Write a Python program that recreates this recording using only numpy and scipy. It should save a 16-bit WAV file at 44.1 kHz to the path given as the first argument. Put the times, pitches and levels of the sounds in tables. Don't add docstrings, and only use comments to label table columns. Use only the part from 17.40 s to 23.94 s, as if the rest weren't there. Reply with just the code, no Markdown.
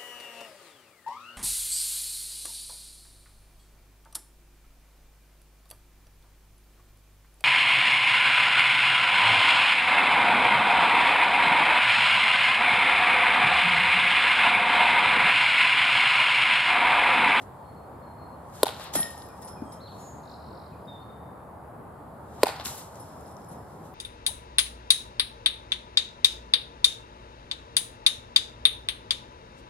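import sys
import numpy as np
from scipy import signal
from scipy.fft import rfft, irfft, next_fast_len
from scipy.io import wavfile
from scipy.ndimage import uniform_filter1d

SR = 44100
rng = np.random.default_rng(int(sys.argv[2]) if len(sys.argv) > 2 else 0)


def dump_mix(stems):
    frames = np.atleast_2d(stems).T
    limited = np.clip(frames, -1, 1)
    pcm = np.round(limited * 32767).astype(np.int16)
    wavfile.write(sys.argv[1], SR, pcm)


def field_ratio(decibels):
    return 10 ** (np.asarray(decibels, dtype=float) / 20)


N = 288414

# [f/Hz, density/dB]
ROAD = [(15, -47.5), (25, -32), (51, -31), (87, 0.5), (128, 0), (349, -7.5), (854, -3.5), (1180, -9),
        (1600, -19.5), (2670, -36), (4860, -40), (5720, -46.5), (9850, -36), (12600, -37.5), (15200, -48),
        (16500, -67)]
ROAD_DB = -44
# [t/s, level/dB]
ROAD_LEVEL = [(0.0, -0.5), (6.54, -0.5)]
# [f/Hz, coherence/1]
SAME = [(60, 0.96), (150, 0.96), (380, 0.78), (950, 0.57), (2380, 0.33), (5980, 0.15), (15000, 0.06)]
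# [f/Hz, level/dB]
PORT = [(4800, 0), (5600, -4), (6500, -4), (7400, 2.5), (8700, -2.5), (10000, 1.5), (10900, -2.5),
        (12000, 0.5)]
# [t/s, level/dB]
BREEZE = [(0, 2), (.6, -0.5), (3.4, 1.5), (3.9, -3), (4.5, -2.5), (5, 1), (6.54, 1)]
# [f/Hz, share/1]
LEAVES = [(2200, 0), (3500, 0.99), (7000, 1), (9500, .2)]
# [f/Hz, density/dB]
HUM = [(60, -19), (69, 8), (74, 16.5), (79, 13), (90, -40)]
HUM_DB = -57.5

# [f/Hz, density/dB]
TWINE = [(3240, -19.5), (5500, -1), (6110, -2.5), (7590, 3), (9000, -2.5), (11600, -1.5), (15000, -16.5),
         (16500, -31.5)]
# [f/Hz, density/dB]
BODY = [(300, -37), (900, 2), (2500, -8), (4000, -2.5), (5500, -13), (8000, -34.5)]
# [peak t/s, level/dB, swell/s, fade/s, body level/dB]
RUSHES = [(1.155, -60, 0.054, 0.36, -3), (1.222, -61, 0.065, 0.022, 2), (1.3, -61, 0.029, 0.075, 5.5),
          (1.44, -57.5, 0.187, 0.07, -7), (1.465, -71.5, 0.176, 0.137, 21),
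          (1.538, -42, 0.0085, 0.096, -10.5), (1.556, -35.5, 0.0123, 0.022, -1),
          (1.57, -46.5, .02, 0.205, 0), (1.8, -66.5, 0.099, 0.297, 0), (4.95, -69.5, 0.147, 0.22, -2.5),
          (5.023, -59.5, 0.032, .02, 3), (5.09, -54, 0.094, 0.12, 5), (5.2, -66, 0.038, 0.15, 14),
          (5.254, -41.5, 0.0128, 0.149, -4), (5.165, -64, .02, 0.0246, 14), (5.21, -63, 0.017, 0.027, 16),
          (1.41, -64.5, 0.0293, .06, 15.5), (5.385, -52.5, 0.056, 0.1346, -4.5)]
# [peak t/s, level/dB, swell/s, fade/s]
SWAYS = [(0.019, -64.5, 0.0146, 0.049), (1.1, -74.5, 0.15, 0.047), (2.024, -61, 0.017, 0.075),
         (2.08, -61.5, 0.0165, 0.079), (1.98, -70, 0.045, .08), (2.1, -70, .1, 0.13),
         (2.19, -75, 0.146, 0.45), (2.332, -64.5, 0.0295, 0.09), (2.61, -66.5, 0.2, .3),
         (2.91, -77.5, 0.096, 0.133), (5.565, -65.5, 0.167, 0.69), (5.82, -73.5, 0.073, 0.078),
         (5.915, -70.5, 0.15, .04), (6.0, -75, .1, 0.34), (6.122, -67, 0.056, 0.125),
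         (6.32, -73.5, 0.21, .4), (6.46, -68, .06, 0.087)]
SWAY_BODY_DB = -4
NET_SAME_DB, NET_LEAD = 1.5, 3

# [start t/s, length/s, first f/Hz, last f/Hz, level/dB]
NOTES = [(0.171, 0.092, 4350, 4310, -79.5), (0.244, 0.083, 4268, 4320, -71),
         (0.36, 0.073, 4295, 4280, -70.5), (0.532, .09, 4290, 4290, -85.5), (0.619, 0.034, 4270, 4230, -69),
         (0.665, 0.077, 4228, 4200, -68), (0.775, 0.055, 4280, 4200, -69.5),
         (0.819, 0.0557, 4213, 4240, -68), (0.917, 0.105, 4200, 4277, -84), (1.96, .06, 8200, 8100, -69.5),
         (2.247, 0.0905, 8230, 8015, -65.5), (1.888, 0.0345, 2480, 2384, -66.5),
         (2.163, 0.0406, 2524, 2346, -64.5), (2.254, 0.097, 3250, 3175, -71), (2.101, .1, 3300, 3230, -77),
         (2.23, 0.194, 6600, 6510, -75.5), (3.32, 0.034, 2650, 2290, -70),
         (3.449, 0.0126, 5300, 4610, -64.5), (3.61, 0.0282, 4200, 4440, -70)]
NOTE_ENDS_DB = -4.5
# [start t/s, dive t/s, end t/s, held f/Hz, level/dB]
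SLURS = [
    (2.4, 2.468, 2.495, 4130, -55.5),
    (2.455, 2.506, 2.533, 4420, -57),
    (2.398, 2.442, 2.45, 4400, -58.5),
    (2.434, 2.487, 2.507, 4270, -59),
    (2.47, 2.498, 2.51, 4200, -62),
    (2.505, 2.524, 2.548, 4400, -64),
    (2.528, 2.548, 2.568, 4400, -64),
    (2.572, 2.59, 2.603, 4330, -66),
    (2.515, 2.536, 2.55, 4300, -65),
]
SCOOP_S, SCOOP_HZ, DIVE_HZ_PER_S, DIVE_DB, SLUR_ENDS_DB = 0.015, 750, 56000, -4.5, -10
WARBLE_HZ, WARBLE_PER_S = 35, 40
# [start t/s, length/s, f/Hz, level/dB, share of length at the loudest/1]
BUZZ = (2.582, .32, 6965, -55, .3)
# [at the start/dB, at the end/dB]
BUZZ_ENDS_DB = (-11, -21)
# [t/s, level/dB]
TRILL = [(2.83, -64.5), (2.865, -61), (2.9, -55.5), (2.94, -57), (2.97, -63.5), (3.12, -63), (3.2, -61),
         (3.29, -67.5), (3.32, -77.5)]
TRILL_PER_S, TRILL_TIRES, TRILL_TILT_DB_PER_KHZ = 48.6, 4.2, -1.5
TRILL_BLUR_S, TRILL_BLUR_DB = .05, -3
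# [start t/s, held/s, f/Hz, level/dB]
CLEAR = (3.468, .11, 3640, -52.5)
CLEAR_RISE_S, CLEAR_SAG_HZ, CLEAR_DROP_S, CLEAR_DROP_DB = .018, 70, .06, -13
LINGER_S, LINGER_DB, LINGER_FLUTTER_DB_PER_S = .44, -20, 20

CRACK_TIMES = [1.23163, 5.03263]
# [peak level/dB, sharpness/dB, pan/dB]
CRACKS = [
    (-5.8, -2, 0.5),
    (-3.8, -4.5, 0.0),
]
# [f/Hz, level/dB, t60/s]
BAT = [(620, 0, .0115), (500, -12, .017), (424, -12.5, .02), (975, -20.5, .021)]
CONTACT_S, SNAP_S = .001, .00022
# [f/Hz, level/dB, t60/s]
PUSH = (285, -9.5, .028)
# [f/Hz, density/dB]
SNAP = [(1000, -29), (1700, -5), (3640, 1.5), (6310, -4), (11000, -3), (14600, -9.5), (16500, -29)]
BITE_AT = [1700, 2250, 2850, 3550, 4500, 5600, 11200, 14000]
BITE_DB = [(-1, -7, -8, 2, 1, -5, 6, 0), (-1, 9, -2, -3, 7, -2, -3, 3)]
# [f/Hz, level/dB]
NO_BOOM = [(165, -19), (270, 0)]
# [delay/s, level/dB, treble level/dB, pan/dB, smear/s]
LAWN_ECHOES = [
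    (.00204, -1.6, 0, 1.5, .0003),
    (.00405, -13, -3, 1, .0008),
    (.0069, -21.5, -1, 1, .0015),
]
# [delay/s, level/dB, treble level/dB, pan/dB, left late/samples]
ECHOES = [(0.014, -25.5, 1, 5, 2.5), (0.024, -29, 9, 6, 13.5), (0.0357, -30, 21, -8, 4),
          (0.042, -40, -4.5, -10, -6), (0.0483, -20, 4, -2.5, 10), (.0575, -19.5, -2, -1, -1.5),
          (.064, -22.5, -4, 1, 3.5), (0.074, -29, -3.5, -2, 7)]
WALL_SMEAR_S = 0.00088
# [delay/s, f/Hz, level/dB, t60/s, rise/s]
SIDING = (.03505, 830, -1, .014, .002)
# [delay/s, level/dB, treble level/dB, pan/dB, left late/samples]
FAR_WALL = (.1658, -28.5, 8, 1.6, -1)
FAR_SMEAR_S = .0003
FAR_BOOST_DB = [0, .6]
# [f/Hz, level/dB]
WALL = [(250, -15), (500, -7.5), (900, 0), (1500, 7), (3000, 3)]
# [f/Hz, level/dB]
AIR = [(3500, 2), (6500, -3.5), (10500, -0.5), (14000, -9)]
# [f/Hz, level/dB]
FAR_AIR = [(2000, 5.5), (5000, 2), (8500, -10)]
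# [f/Hz, t60/s]
YARD = [(200, 0.29), (700, 0.44), (2000, 0.56), (5000, 0.414), (12000, 0.22)]

# [t/s, peak level/dB, centre f/Hz]
TICKS = [(1.305, -41.5, 3300), (1.344, -41.5, 3800), (1.364, -38.5, 3600), (5.266, -39, 2200),
         (1.439, -42.5, 3320), (1.4398, -39, 11000), (1.2775, -37.5, 11000), (1.2812, -30.5, 3300),
         (1.2887, -32, 3500), (5.0788, -39, 10000), (5.0823, -29.5, 3300), (5.0897, -34, 3600),
         (1.865, -50.5, 10000), (1.887, -49.5, 11020), (1.4644, -55, 3490), (1.5529, -30.5, 12000),
         (1.6293, -32, 3630), (1.777, -44.5, 6800), (1.8193, -42.5, 4520), (2.0209, -50.5, 6500),
         (2.016, -51, 12040), (2.027, -50, 7000), (2.083, -47, 7000), (2.0757, -47, 6500),
         (2.3196, -53, 5320), (5.246, -44.5, 9000), (5.251, -32, 11400), (5.88, -54, 7000),
         (6.017, -57.5, 4700), (5.415, -45, 4500), (5.2573, -28.5, 4400), (5.268, -34, 13500),
         (5.275, -40, 7200), (5.3445, -43.5, 12500), (5.349, -42, 12500), (5.354, -40, 12000),
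         (5.359, -44, 12000), (5.374, -43.5, 12600), (5.378, -39, 11200), (5.39, -44, 12500),
         (5.395, -47, 12000), (1.5376, -33.5, 3360), (1.556, -32.5, 3500), (1.601, -35.5, 3500),
         (5.555, -44, 7300), (5.8077, -48, 9000), (5.8595, -56, 4500), (5.914, -56, 10000),
         (5.9665, -49, 6150), (6.0452, -52, 8000), (6.1144, -49, 10400), (6.1293, -53, 10100)]
TICK_PAN_DB = 9
# [f/Hz, level/dB, t60/s, family: 0 high, 1 middle]
CLIPS = [(5157, -7, .2, 1), (5231, -1, .3, 1), (5286, -3, .22, 1), (5355, -2, .28, 1), (9970, -4, .18, 0),
         (10090, -9, .2, 0), (10148, -5, .22, 0), (10280, -9, .2, 0), (10444, -2, .16, 0),
         (10700, -8, .08, 0), (10990, -13, .07, 0), (11220, -14, .08, 0)]
# [t/s, high level/dB, middle level/dB]
CLINKS = [(1.553, -14.5, -32), (1.5728, -18.5, -38.5), (1.601, -21, -41.5), (1.6247, -57, -40),
          (1.6492, -40.5, -51), (1.701, -37, -63.5), (1.7771, -41, -46), (1.8198, -39.5, -58.5),
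          (2.0188, -42, -51), (2.044, -37.5, -67), (2.077, -38, -43), (2.1085, -42.5, -52),
          (2.3216, -39, -46), (2.6, -49.5, -61), (5.597, -36.5, -48.5), (5.68, -61.5, -72.5),
          (5.7616, -60.5, -63.5), (5.8627, -46, -57), (5.9185, -50.5, -65), (6.0222, -57, -66),
          (6.0841, -42.5, -60), (6.12, -44.5, -66), (6.1795, -51.5, -68)]
MIDDLE_DB = -5
# [t/s, peak level/dB, f/Hz, t60/s, sign of first swing]
KNOCKS = [(1.5537, -17.5, 636, 0.0159, 1), (1.561, -25, 336.6, 0.0387, 1), (1.575, -26, 215, 0.0288, -1),
          (1.597, -27, 211.4, 0.0355, 1), (1.592, -27, 772, 0.0125, -1), (1.611, -38, 260, 0.0255, 1),
          (1.64, -42.5, 230, 0.036, 1), (2.2199, -25, 286, 0.0373, -1), (2.237, -37.5, 260, 0.052, -1),
          (5.262, -36.5, 254, 0.0565, 1), (2.2294, -41, 378, 0.033, 1), (6.114, -31.5, 203, 0.0298, -1)]
KNOCK_SAG_PER_S, KNOCK_GRIT_DB = 19.05, -17.5
# [t/s, level/dB, time to fade 20 dB/s]
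CHATTER = [
    (1.56, -57.5, 0.65),
    (2.03, -67, 0.5),
    (5.59, -70, 1.7),
]
# [t/s, f/Hz, level/dB, t60/s, damped after/s]
FRAME_RINGS = [
    (1.565, 1864, -37, .6, .042),
    (1.612, 1862, -36, .8, .055),
    (1.66, 1862, -40, .3, .3),
    (1.62812, 1831.5, -46, .8, .3),
    (1.6, 1925, -47, .3, .12),
    (1.8, 1872, -57, .5, .06),
    (1.905, 1868, -60, .5, .08),
    (2.01, 1866, -60, .7, .11),
]
FRAME_RISE_S = .012
EDGE_HZ = 15770


def evened(x):
    return x / np.sqrt(np.mean(x ** 2) + 1e-20)


def read(points, hz):
    f, value = np.transpose(points)
    return np.interp(np.log(hz + 1), np.log(f + 1), value)


def add(mix, s, sound, pan_db=0., late=0):
    voices = np.broadcast_to(sound, (2, sound.shape[-1]))
    for side, (track, voice) in enumerate(zip(mix, voices)):
        start = round(s * SR + (late if side == 0 else 0))
        part = track[start:][:len(voice)]
        part += voice[:len(part)] * field_ratio(pan_db * (1.0 - side))


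def colour(x, points):
    length = x.shape[-1]
    size = next_fast_len(length)
    response = field_ratio(read(points, np.fft.rfftfreq(size, 1 / SR)))
    return irfft(rfft(x, size) * response, size)[..., :length]


def ring(hz, t60, seconds, rise=.0001):
    t = np.arange(round(seconds * SR)) / SR
    return np.sin(2 * np.pi * hz * t) * field_ratio(-60 * t / t60) * (1 - np.exp(-t / rise))


def along(rows):
    s, *columns = np.transpose(rows)
    t = np.arange(s[0], s[-1], 1 / SR)
    return s[0], t - s[0], [np.interp(t, s, c) for c in columns]


def road():
    frames, hz = N // 256 + 5, np.fft.rfftfreq(1024, 1 / SR)
    a, b, c, d, patches = rng.standard_normal((frames, 513, 5)).T
    patches = evened(uniform_filter1d(uniform_filter1d(patches, 10, 0), 16, 1))
    t = np.arange(frames) * 256 / SR
    swell_db = np.interp(t, *np.transpose(ROAD_LEVEL))
    breeze_db = np.interp(t, *np.transpose(BREEZE))
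    same = np.clip(read(SAME, hz), -1, 1)[:, None]
    left = a + 1j * b
    right = same * left + np.sqrt(1 - same ** 2) * (c + 1j * d)
    steady_db = (read(ROAD, hz) + read(PORT, hz))[:, None]
    level_db = steady_db + patches + swell_db + read(LEAVES, hz)[:, None] * breeze_db
    z = np.array([left, right]) * field_ratio(level_db)
    wash = signal.istft(z, nperseg=1024, noverlap=768)[1][:, :N]
    return field_ratio(ROAD_DB + np.array([[.3], [-.3]])) * evened(wash)


def hum():
    noise = rng.standard_normal((3, N))
    return field_ratio(HUM_DB) * evened(colour(noise[2] + .18 * noise[:2], HUM))


def rustle():
    t, bright, dull = np.arange(0, N / SR + .002, .001), 0, 0
    for s, db, swell, fade, body_db in RUSHES + [(*row, SWAY_BODY_DB) for row in SWAYS]:
        power = field_ratio(db - 20 * np.maximum((s - t) / swell, (t - s) / fade)) ** 2
        bright = bright + power
        dull = dull + power * field_ratio(body_db) ** 2
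    bright, dull = (np.interp(np.arange(N) / SR, t, np.sqrt(p)) for p in (bright, dull))
    unevenness = uniform_filter1d(rng.exponential(1, N), 12)
    grains = rng.standard_normal((2, 3, N)) * field_ratio(4.0 * unevenness)
    shared = np.stack([np.roll(grains[:, 2], -NET_LEAD, -1), grains[:, 2]], 1)
    grains = grains[:, :2] + field_ratio(NET_SAME_DB) * shared
    twine = field_ratio(8) * bright * evened(colour(grains[0], TWINE))
    body = field_ratio(7) * dull * evened(colour(grains[1], BODY))
    return twine + body * field_ratio(np.array([[1.5], [-1.5]]))


def sung(t, hz, db):
    ends = np.clip(np.minimum(t, t[-1] - t) / 0.0038, 0, 1)
    return np.sqrt(2) * field_ratio(db) * np.sin(2 * np.pi * np.cumsum(hz) / SR) * ends


def whistles():
    out, lines = np.zeros((2, N)), []
    for s, length, a, b, db in NOTES:
        lines.append([(s, a, db + NOTE_ENDS_DB), (s + length / 2, (a + b) / 2, db),
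                      (s + length, b, db + NOTE_ENDS_DB)])
    s, held, hz, db = CLEAR
    steps = np.cumsum([s, CLEAR_RISE_S, held - CLEAR_RISE_S, CLEAR_DROP_S, LINGER_S])
    pitch = hz + CLEAR_SAG_HZ * np.array([-.5, 0.49, -0.5164, -0.0091, -0.504])
    level = db + np.array([-20, 0, -3, CLEAR_DROP_DB, CLEAR_DROP_DB + LINGER_DB])
    lines.append(np.transpose([steps, pitch, level]))
    for s, dive, end, hz, db in SLURS:
        fall_hz = DIVE_HZ_PER_S * (end - dive)
        lines.append([(s, hz - SCOOP_HZ, db + SLUR_ENDS_DB), (s + SCOOP_S, hz, db - 5.0), (dive, hz, db),
                      ((dive + end) / 2, hz - fall_hz / 2, db + DIVE_DB),
                      (end, hz - fall_hz, db + DIVE_DB + SLUR_ENDS_DB)])
    slur_starts = [row[0] for row in SLURS]
    for rows in lines:
        s, t, (hz, db) = along(rows)
        waver = evened(uniform_filter1d(rng.standard_normal(len(t)), 500))
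        warble = WARBLE_HZ * np.sin(2 * np.pi * WARBLE_PER_S * t) * (s in slur_starts)
        dropout_db = LINGER_FLUTTER_DB_PER_S * t * np.maximum(-waver, 0)
        add(out, s, sung(t, hz + 12 * waver + warble, db + 1.3 * waver - dropout_db), 1.1)
    return out


def buzz():
    out = np.zeros((2, N))
    s, length, hz, db, top = BUZZ
    s, t, (db,) = along([(s, db + BUZZ_ENDS_DB[0]), (s + top * length, db), (s + length, db + BUZZ_ENDS_DB[1])])
    rate = 330 + 30 * evened(uniform_filter1d(rng.standard_normal(len(t)), 400))
    flutter = np.sin(2 * np.pi * np.cumsum(rate) / SR)
    add(out, s, sung(t, hz + 290 * flutter, db - 1.3 * flutter), 1.1)
    return out


def trill():
    out = np.zeros((2, N))
    s, t, (db,) = along(TRILL)
    wobble = evened(uniform_filter1d(rng.standard_normal((2, len(t))), 350))
    u = (t * (TRILL_PER_S - TRILL_TIRES * t) + 1.02 + 0.03 * wobble[0]) % 1
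    sweep_hz = 3200 + 2450 / (1 + (u / 0.3) ** 1.9) + 90 * wobble[1]
    tilt_db = TRILL_TILT_DB_PER_KHZ * (sweep_hz - 4200) / 1000
    pulse = np.sin(np.pi * np.clip(u / 0.657, 0, 1)) ** 0.63
    sweeps = sung(t, sweep_hz, db + 1.57 * wobble[1] + tilt_db) * pulse
    blur = rng.standard_normal((2, 4000)) * field_ratio(-20 * np.arange(4000) / SR / TRILL_BLUR_S)
    blur = blur / np.linalg.norm(blur[0])
    add(out, s, sweeps, 0.2)
    add(out, s, field_ratio(TRILL_BLUR_DB) * signal.fftconvolve(sweeps[None], blur, axes=1))
    return out


def snap(smear):
    t = np.arange(1500) / SR
    noise = rng.standard_normal((3, 1500))
    noise = noise[2] + colour(noise[:2], [(4000, -10), (8000, -4)])
    burst = t / smear * np.exp(1 - t / smear) * np.sqrt(.0003 / smear)
    tail = .12 * field_ratio(-60 * t / .03) * (t > smear)
    return evened(colour(noise, SNAP)) * (burst + tail)


def arrive(heard, s, paths, ringing, db, sharp_db):
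    for delay, echo_db, treble_db, side_db, late, smear in paths:
        blow = ringing + field_ratio(sharp_db + treble_db - 5.5) * snap(smear)
        add(heard, s + delay, field_ratio(db + echo_db) * blow, side_db, late)


def cracks():
    out = np.zeros((2, N))
    body = sum(field_ratio(g) / hz * np.gradient(ring(hz, t60, 1500 / SR, CONTACT_S)) for hz, g, t60 in BAT)
    body = body / abs(body).max()
    thin = np.roll(colour(np.roll(body, 200), WALL), -200) * signal.windows.tukey(1500, .01)
    lawn = [(*row[:4], 0, row[4]) for row in LAWN_ECHOES]
    walls = [(*row, WALL_SMEAR_S) for row in ECHOES]
    fade_in = np.clip(np.arange(-1980, 12020) / 20, 0, 1)
    blows = zip(CRACK_TIMES, CRACKS, BITE_DB, FAR_BOOST_DB)
    for s, (db, sharp_db, pan_db), bite_db, boost_db in blows:
        direct, near, far = np.zeros((3, 2, N))
        push_hz, push_db, push_t60 = PUSH
        add(direct, s, field_ratio(db + push_db) * ring(push_hz, push_t60, .04, CONTACT_S), 1.5)
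        arrive(direct, s, [(0, 0, 0, pan_db, 0, SNAP_S)] + lawn, body, db, sharp_db)
        delay, panel_hz, panel_db, panel_t60, rise = SIDING
        add(near, s + delay, -field_ratio(db + panel_db) * ring(panel_hz, panel_t60, .03, rise), -3, 4)
        arrive(near, s, walls, thin, db, sharp_db)
        arrive(far, s, [(*FAR_WALL, FAR_SMEAR_S)], thin, db, sharp_db)
        bite = NO_BOOM + list(zip(BITE_AT, bite_db))
        far_air = [(hz, g + boost_db) for hz, g in FAR_AIR]
        around = slice(round(s * SR) - 2000, round(s * SR) + 12000)
        for heard, tint in [(direct, bite), (near, AIR), (far, far_air)]:
            out[:, around] += colour(heard[:, around], tint) * fade_in
    return out


def yard(x, start=1100, reach=0.92):
    taps = np.zeros((2, SR))
    at = np.arange(start, SR - 20, 20)
    at = at + rng.integers(0, 20, at.size)
    taps[:, at] = rng.choice([-1., 1.], (2, at.size))
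    taps += 0.32 * taps[::-1]
    hz, t, z = signal.stft(taps, SR, nperseg=256)
    decay = field_ratio(-60 * t / reach / read(YARD, hz)[:, None])
    tail = signal.istft(z * decay, SR, nperseg=256)[1]
    return signal.fftconvolve(x.mean(0)[None], tail / np.linalg.norm(tail[0]), axes=1)[:, :N]


def ticks():
    out, t = np.zeros((2, N)), np.arange(600) / SR
    for s, db, hz in TICKS:
        band = [(hz / 4, -25), (hz, 0), (hz * 1.7, -14), (hz * 3, -36)]
        burst = evened(colour(rng.standard_normal(600), band))
        add(out, s + 0.001, field_ratio(db - 6.0) * burst * field_ratio(-60 * t / 0.014), TICK_PAN_DB, -3)
    return out


def clips():
    out = np.zeros((2, 2, N))
    luck = rng.standard_normal((len(CLINKS), len(CLIPS), 4))
    for (s, high_db, middle_db), draw in zip(CLINKS, luck):
        family_db = [high_db, middle_db + MIDDLE_DB]
        for (hz, db, t60, family), (a, b, c, d) in zip(CLIPS, draw):
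            level = np.sign(a) * field_ratio(family_db[int(family)] + db - 6 + 2.1 * b)
            tone = ring(hz * (1 + 0.002 * d), t60, t60, 0.00023)
            add(out[int(family)], s + .002, level * tone, 3 * c, -2)
    flutter = rng.standard_normal((2, 2, N))
    flutter = evened(uniform_filter1d(uniform_filter1d(flutter, 300), 300))
    depth_db = np.array([2.2, 2.6])[:, None, None]
    return (out * field_ratio(depth_db * np.minimum(flutter, 1))).sum(0)


def knocks():
    out, t = np.zeros((2, N)), np.arange(4000) / SR
    for s, db, hz, t60, swing in KNOCKS:
        sinking_hz = hz / (1 + KNOCK_SAG_PER_S * t)
        thud = np.sign(swing) * np.sin(2 * np.pi * np.cumsum(sinking_hz) / SR)
        band = [(hz / 2, -20), (hz, 0), (hz * 3, -8), (hz * 8, -30), (hz * 16, -70)]
        grit = evened(colour(rng.standard_normal((2, 4000)), band))
        shape = field_ratio(db + 3.0 - 60 * t / t60) * (1 - np.exp(-2 * t * hz))
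        add(out, s, shape * (thud + field_ratio(KNOCK_GRIT_DB + 30 * t / t60) * grit), 3.0, -5)
    return out


def chatter():
    t = np.arange(N) / SR
    swing = sum(field_ratio(db - 20 * (t - s) / fade) * (t > s) for s, db, fade in CHATTER)
    out = np.zeros((2, N))
    for hz, db, t60, family in CLIPS:
        fuzz = np.repeat(rng.standard_normal((2, N // 100 + 1)), 100, axis=1)[:, :N]
        fuzz = evened(uniform_filter1d(uniform_filter1d(fuzz, 400), 400))
        out += field_ratio(db) * fuzz * np.sin(2 * np.pi * hz * t)
    return out * swing


def frame():
    out = np.zeros((2, N))
    for s, hz, db, t60, length in FRAME_RINGS:
        tone = ring(hz, t60, length, FRAME_RISE_S)
        waver_db = 1.2 * evened(uniform_filter1d(rng.standard_normal(len(tone)), 900))
        damped = signal.windows.tukey(len(tone), min(.02 / length, 1))
        add(out, s, field_ratio(db) * tone * field_ratio(waver_db) * damped, 1.5, -3)
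    return out


def scene():
    background = road() + hum() + rustle()
    song = whistles() + buzz() + trill()
    hit = cracks()
    net = ticks() + clips() + knocks()
    near_scatter = yard(field_ratio(-17.0) * colour(hit, WALL) + field_ratio(-11.5) * net)
    far_scatter = yard(field_ratio(-6.0) * song, 500, 1.75)
    rest = background + song + net + near_scatter + far_scatter + chatter() + frame()
    hit = colour(hit, [(EDGE_HZ + 1000, 0), (EDGE_HZ + 1300, -50)])
    return hit + colour(rest, [(EDGE_HZ, 0), (EDGE_HZ + 60, -50)])


def top_cut(x):
    return signal.sosfilt(signal.butter(12, 17130, fs=SR, output="sos"), x)


def record(dry):
    thin = signal.sosfilt(signal.butter(3, 60, "high", fs=SR, output="sos"), dry)
    return top_cut(thin)


dry = scene()
out = record(dry)
dump_mix(out)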